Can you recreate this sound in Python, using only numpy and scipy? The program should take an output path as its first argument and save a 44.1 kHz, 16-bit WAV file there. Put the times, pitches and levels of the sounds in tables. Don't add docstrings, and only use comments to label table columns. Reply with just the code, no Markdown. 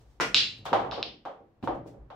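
import sys
import numpy as np
from scipy import signal
from scipy.fft import rfft, irfft
from scipy.io import wavfile
from scipy.ndimage import uniform_filter1d, minimum_filter1d

SR = 44100
rng = np.random.default_rng(int(sys.argv[2]) if len(sys.argv) > 2 else 0)


def digitize_waveform(pressure):
    field = np.atleast_2d(pressure).T
    bounded = np.clip(field, -1, 1)
    quanta = np.round(bounded * 32767).astype(np.int16)
    wavfile.write(sys.argv[1], SR, quanta)


N = 94815
FFT_SIZE, BLOW_SAMPLES = 32768, 28672
HZ = np.fft.rfftfreq(FFT_SIZE, 1 / SR)


def amp(db):
    return 10 ** (np.asarray(db) / 20)


def at_hz(points, hz):
    f, value = np.transpose(points)
    return np.interp(np.log(hz + 1), np.log(f + 1), value)


def unit_energy(x):
    return x / np.sqrt(np.mean(np.sum(x ** 2, -1)) + 1e-20)


def unit_rms(spectrum):
    return spectrum / np.sqrt(np.mean(abs(spectrum) ** 2))


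def add(mix, start_s, sound):
    part = mix[:, max(round(start_s * SR), 0):][:, :sound.shape[1]]
    part += sound[:, :part.shape[1]]


def delay(seconds):
    return np.exp(-2j * np.pi * HZ * seconds)


def click(gain):
    log_gain = np.log(np.maximum(gain / gain.max(), 1e-6))
    cepstrum = irfft(log_gain)
    cepstrum[1:len(HZ) - 1] *= 2
    cepstrum[len(HZ):] = 0
    return unit_rms(np.exp(rfft(cepstrum)))


def body(colour, modes):
    lift = sum((amp(db) ** 2 - 1) / (1 + (2 * (HZ - hz) / width_hz) ** 2) for hz, width_hz, db in modes)
    return amp(at_hz(colour, HZ)) * np.sqrt(np.maximum(1 + lift, .1))


def stereo(signals, coherence):
    coherence = np.clip(coherence, -1, 1)
    mid = signals[0] * np.sqrt((1 + coherence) / 2)
    side = signals[1] * np.sqrt((1 - coherence) / 2)
    return np.array([mid + side, mid - side])


def scatter(size, step=8):
    taps = np.zeros((2, size))
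    slots = np.arange(0, size - step, step)
    positions = slots + rng.integers(0, step, (2, len(slots)))
    np.put_along_axis(taps, positions, rng.choice([-1., 1.], positions.shape), 1)
    return taps


# f/Hz, T60/s
ROOM_DECAY = [(60, .9), (150, .85), (400, 0.41), (1000, 0.32), (2000, 0.38), (4000, 0.3), (7000, 0.33),
              (14000, .3)]
# f/Hz, coherence/0-1
ROOM_COHERENCE = [(60, 0.93), (200, 0.98), (450, 0.67), (900, .25), (2000, 0.08), (4000, 0.067),
                  (12000, .05)]
def room_tail(build_s):
    hz, t, bands = signal.stft(scatter(BLOW_SAMPLES), SR, nperseg=512)
    bands = stereo(bands, at_hz(ROOM_COHERENCE, hz)[:, None])
    decay = amp(-60 * t / at_hz(ROOM_DECAY, hz)[:, None])
    tail = signal.istft(bands * decay, SR)[1][:, :BLOW_SAMPLES]
    swell = 1 - np.exp(-np.arange(BLOW_SAMPLES) / SR / build_s)
    return unit_energy(tail * swell)


# nominal delay/s, level re direct/dB
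REFLECTIONS = [(.0042, -15.5), (.0078, -12.5)]
# f/Hz, coherence/0-1
SHAKE_COHERENCE = [(100, 0.96), (350, 0.7), (800, 0.7), (3000, 0), (10000, 0)]
# f/Hz, level/dB
TILE_SPECTRUM = [(100, 1), (400, 1), (1500, -2), (2400, 3), (3300, 2), (4100, 2.5), (5200, 4), (8000, -0.5)]
def blow(gain, direct_db, pan_db, build_s, shake_db, shake_s):
    cloth_echo = amp(-6) * delay(.00076)
    direct = unit_rms(click(gain) * (1 + cloth_echo)) * np.array([delay(0), delay(.00002)])
    direct *= 1 + sum(amp(db) * delay(lag_s * rng.uniform(.9, 1.1)) for lag_s, db in REFLECTIONS)
    t = np.arange(4096) / SR
    shake = unit_energy(scatter(len(t)) * np.exp(-t / shake_s))
    shake = stereo(rfft(shake, FFT_SIZE), at_hz(SHAKE_COHERENCE, HZ))
    diffuse = rfft(room_tail(build_s), FFT_SIZE) + amp(shake_db) * shake
    band_power = uniform_filter1d((abs(diffuse) ** 2).mean(0), round(142.3 / HZ[1]))
    colour = gain * amp(at_hz(TILE_SPECTRUM, HZ)) / np.sqrt(band_power)
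    diffuse = unit_rms(diffuse * click(colour))
    sound = irfft(amp(direct_db) * direct + diffuse)[:, :BLOW_SAMPLES]
    return sound * np.sqrt(.01 * SR) * amp([[pan_db / 2], [-pan_db / 2]])


def strikes(rows, gain, build_s, shake_db, shake_s, bass_hz=260, treble_hz=2400):
    out = np.zeros((2, N))
    bass = 1 / (1 + (HZ / bass_hz) ** 3)
    treble = 1 - 1 / (1 + (HZ / treble_hz) ** 2)
    for start_s, db, bass_db, treble_db, direct_db, pan_db in rows:
        colour = gain * amp(bass_db * bass + treble_db * treble)
        add(out, start_s, amp(db) * blow(colour, direct_db, pan_db, build_s, shake_db, shake_s))
    return out


def wash(colour, levels):
    hz = np.fft.rfftfreq(N, 1 / SR)
    white = stereo(rfft(rng.standard_normal((2, N))), at_hz(ROOM_COHERENCE, hz))
    noise = irfft(white * amp(at_hz(colour, hz)), N)
    envelope = amp(np.interp(np.arange(N) / SR, *np.transpose(levels)))
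    return unit_energy(noise) * np.sqrt(N) * envelope


# f/Hz, level/dB
AIR_SPECTRUM = [(20, -8.5), (100, -6), (200, -7.5), (450, -10.5), (1000, -17.5), (2000, -28), (5000, -39),
                (9000, -49), (15000, -47.5)]
def room_air():
    return wash(AIR_SPECTRUM, [(0, -68)])


# t/s, level/dB
BOOM_LEVELS = [(0, -69), (.1, -58.5), (0.251, -55.5), (.38, -58.5), (.6, -66.5), (.88, -56.5), (1.05, -65),
               (1.4, -76), (1.581, -72.5), (1.66, -49.5), (1.77, -50), (1.9, -68.5), (2.022, -48.5),
               (2.15, -69)]
# f/Hz, level/dB
BOOM_SPECTRUM = [(15, -16.5), (36, -13), (50, 1.5), (62, 0.5), (85, -29.5), (200, -42), (1000, -71.5),
                 (16000, -100)]
def room_boom():
    return wash(BOOM_SPECTRUM, BOOM_LEVELS)


# t/s, level/dB
ROLL_LEVELS = [(0, -58.5), (.19, -70), (0.251, -83), (0.401, -69), (.6, -57.5), (0.902, -48), (1.1, -65),
               (1.249, -81), (1.549, -79), (1.7, -50.5), (1.9, -55.5), (2.03, -57), (2.15, -62.5)]
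# f/Hz, level/dB
ROLL_SPECTRUM = [(30, -27), (80, -13), (112, 12), (200, -10), (500, -6), (900, -15.5), (1600, -23.5),
                 (4000, -49), (16000, -69.5)]
def rolling():
    return wash(ROLL_SPECTRUM, ROLL_LEVELS)


# peak t/s, level/dB, rise/s, decay/s
RUSTLE_EVENTS = [(.01, -70.5, 0.029, .04), (.11, -75, 0.045, 0.12), (.583, -66, .006, 0.021),
                 (0.655, -49, 0.0025, .025), (1.644, -59.5, 0.0077, 0.028), (1.752, -71, .008, .03),
                 (1.874, -62.5, 0.0069, 0.041)]
# f/Hz, level/dB
RUSTLE_SPECTRUM = [(200, -13), (1500, -0.5), (3000, -1), (5500, -1.5), (7500, -5), (10000, -12),
                   (15000, -14)]
def rustles():
    out, t = np.zeros((2, N)), np.arange(N) / SR
    hiss = wash(RUSTLE_SPECTRUM, [(0, 0.00059)])
    for peak_s, db, rise_s, decay_s in RUSTLE_EVENTS:
        envelope = np.exp(-np.maximum((peak_s - t) / rise_s, (t - peak_s) / decay_s))
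        out += hiss * amp(db) * envelope
    return out


# t/s, level/dB, bass/dB, treble/dB, direct/dB, left-right/dB
CUE_BLOWS = [(.2005, -22, -4, -15.5, -6, -0.5), (.2085, -21.5, 2.5, 9, -10.5, 1)]
# f/Hz, level/dB
CUE_SPECTRUM = [(40, -34), (150, -3), (500, -1), (1400, 2.5), (2500, -4), (4000, -12), (6000, -15.5),
                (8000, -22), (9500, -27), (13000, -34.5), (16000, -42.5)]
# f/Hz, width/Hz, lift/dB
SHAFT_MODES = [(458, 50, 6), (1040, 60, 5), (1200, 60, 4), (1423, 30, 11), (1495, 45, 7), (1980, 28, 12),
               (2350, 50, 5), (2885, 40, 9), (3280, 45, 4), (4230, 70, 4), (5350, 55, 8), (5850, 90, 6),
               (8050, 90, 6)]
def cue():
    return strikes(CUE_BLOWS, body(CUE_SPECTRUM, SHAFT_MODES), build_s=.003, shake_db=-1.5, shake_s=.045)


# t/s, level/dB, bass/dB, treble/dB, direct/dB, left-right/dB
CUSHION_BLOWS = [(.204, -31, -3, -18, -23, 2.5), (.349, -34, 7, 27.5, -7, -1),
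                 (.592, -46.5, 29.5, 14, -1.5, 0), (.659, -43, 3, -3, -8.5, 0),
                 (.7155, -46.5, -7.5, -19, 2, -3), (.7215, -29.5, -7, -17, -6.5, 2),
                 (.9755, -30.5, -13.5, -19, -13, 0.5), (1.405, -49, -4, -8, -11, 0.5),
                 (1.742, -54, 20, -5, -8, -1.5), (1.860, -39.5, -6.5, -13.5, -7, 1),
                 (1.945, -48.5, -22, -12, -12.5, -6)]
# f/Hz, level/dB
RUBBER_SPECTRUM = [(30, -34), (100, 1), (300, 3.5), (480, 6.5), (800, -6), (1200, -19), (2000, -30.5),
                   (3800, -39), (6000, -44.5), (10000, -58.5), (15000, -51)]
# f/Hz, width/Hz, lift/dB
WOOD_MODES = [(101, 10, 9), (130, 16, 4), (195, 20, 5), (293, 20, 5), (335, 25, 3), (470, 25, 2),
              (558, 22, 5), (705, 25, 4), (743, 22, 6), (792, 22, 9), (897, 20, 5), (936, 20, 5),
              (1020, 30, 3), (1102, 25, 4), (1180, 40, 3), (1580, 70, 3), (3150, 200, 4)]
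def cushion_thuds():
    gain = body(RUBBER_SPECTRUM, WOOD_MODES)
    return strikes(CUSHION_BLOWS, gain, build_s=.0098, shake_db=-.5, shake_s=.012)


# t/s, level/dB, contact cut-off/Hz, direct/dB, left-right/dB
BALL_BLOWS = [(0.3454, -13, 7220, -3, 0), (0.3674, -28, 7010, 1.5, 0.5), (0.9129, -35, 6000, -7.5, 0.5),
              (0.918, -44.5, 5970, -9, 1), (0.9335, -45.5, 5600, -7, 0.5), (1.0284, -32.5, 5500, 4, 0)]
# f/Hz, level/dB
BALL_SPECTRUM = [(40, -32.5), (300, -22.5), (800, -25), (1400, -13.5), (2100, -11.5), (2700, -3.5),
                 (3600, 0.5), (5000, -6), (6200, -18.5), (8000, -18), (16000, -32.5)]
def ball_clacks():
    out, ball = np.zeros((2, N)), amp(at_hz(BALL_SPECTRUM, HZ))
    break_cutoff_hz = BALL_BLOWS[0][2]
    for start_s, db, cutoff_hz, direct_db, pan_db in BALL_BLOWS:
        hardness = cutoff_hz / break_cutoff_hz
        floor = amp(-32.5) * hardness ** 2
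        contact = 1 / np.sqrt(1 + (HZ / cutoff_hz) ** 18) + floor
        build_s = .027 * hardness ** 3
        clack = blow(ball * contact, direct_db, pan_db, build_s, shake_db=-14.5, shake_s=.015)
        add(out, start_s, amp(db) * clack)
    return out


# f/Hz, level/dB, T60/s
RING_MODES = [(2673, -27, .35), (2763, -29, .42), (2843, -30, .4), (3463, -30, .35), (3602, -29, .38),
              (3874, -26, .36), (3959, -19.5, .38), (4056, -21.5, .38), (4088, -26, .35), (4419, -26, .38),
              (4716, -29, .38)]
def break_ring(build_s=.045, spread_rad=.5):
    t = np.maximum(np.arange(N) / SR - BALL_BLOWS[0][0], 0)
    phases = rng.uniform(0, 2 * np.pi, (len(RING_MODES), 1, 1))
    phases = phases + spread_rad * rng.standard_normal((len(RING_MODES), 2, 1))
    ring = sum(amp(db - 60 * t / t60_s) * np.sin(2 * np.pi * hz * t + phase)
               for (hz, db, t60_s), phase in zip(RING_MODES, phases))
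    return ring * (1 - np.exp(-t / build_s))


# t/s, level/dB, bass/dB, treble/dB, direct/dB, left-right/dB
RAIL_BLOWS = [(.6543, -32, -27, 14.5, -14.5, 5), (.6625, -31, -22, 23.5, -20, -0.5),
              (.7302, -13.5, 1, 7.5, -16, 0), (.795, -31.5, -12, 7, -20, 9.5),
              (.848, -29, -1.5, -6, -14, -3.5), (.921, -29.5, -17, 9, -11.5, 2),
              (.981, -31.5, 2.5, -1, -16, -2.5), (1.2525, -37.5, 5.5, 15.5, -10.5, 0.5),
              (1.2595, -31.5, -7, -9, -10, -1), (1.6745, -21.5, 6, -4.5, -8, 0.5),
              (2.1022, -39, -6.5, 8, -19, 0)]
# f/Hz, level/dB
WOOD_SPECTRUM = [(40, -28.5), (120, -14.5), (300, -5), (600, 5.5), (900, 3.5), (1250, -0.5), (1700, -11),
                 (2500, -22.5), (3500, -22.5), (5000, -36), (7000, -45), (10000, -56), (15000, -61.5)]
def rail_knocks():
    return strikes(RAIL_BLOWS, body(WOOD_SPECTRUM, WOOD_MODES), build_s=.012, shake_db=-1, shake_s=.014)


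# t/s, level/dB, bass/dB, treble/dB, direct/dB, left-right/dB
POCKET_BLOWS = [(1.6275, -32, 5.5, 1.5, -9.5, 1), (1.6365, -34.5, 12, -10, 2, 0),
                (1.6415, -30, -1, -10.5, -3, -0.5)]
# f/Hz, level/dB
POCKET_SPECTRUM = [(30, -31.5), (70, -15), (120, -5), (200, -8.5), (300, 1), (420, -12.5), (800, -7.5),
                   (1200, -17.5), (2000, -25), (3800, -26), (6000, -46), (10000, -57), (15000, -49)]
# f/Hz, width/Hz, lift/dB
HOLLOW_MODES = [(196, 11, 10.4), (290, 92, 6.1), (345, 30, 12), (686, 120, 5.7)]
def pocket_drop():
    gain = body(POCKET_SPECTRUM, HOLLOW_MODES)
    return strikes(POCKET_BLOWS, gain, build_s=.033, shake_db=3, shake_s=.024)


def scene():
    blows = cue() + ball_clacks() + break_ring() + rail_knocks() + cushion_thuds() + pocket_drop()
    return blows + rustles() + rolling() + room_boom() + room_air()


def record(dry):
    ceiling, window_s, cutoff_hz = 1., .001, 15750
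    size = round(window_s * SR)
    gain = ceiling / np.maximum(abs(dry).max(0), ceiling)
    held = minimum_filter1d(gain, 2 * size + 1)
    smoothed = uniform_filter1d(uniform_filter1d(held, size), size)
    lowpass = signal.firwin(511, cutoff_hz, window=("kaiser", 9), fs=SR)
    return signal.oaconvolve(dry * smoothed, lowpass[None], "same")


dry = scene()
out = record(dry)
digitize_waveform(out)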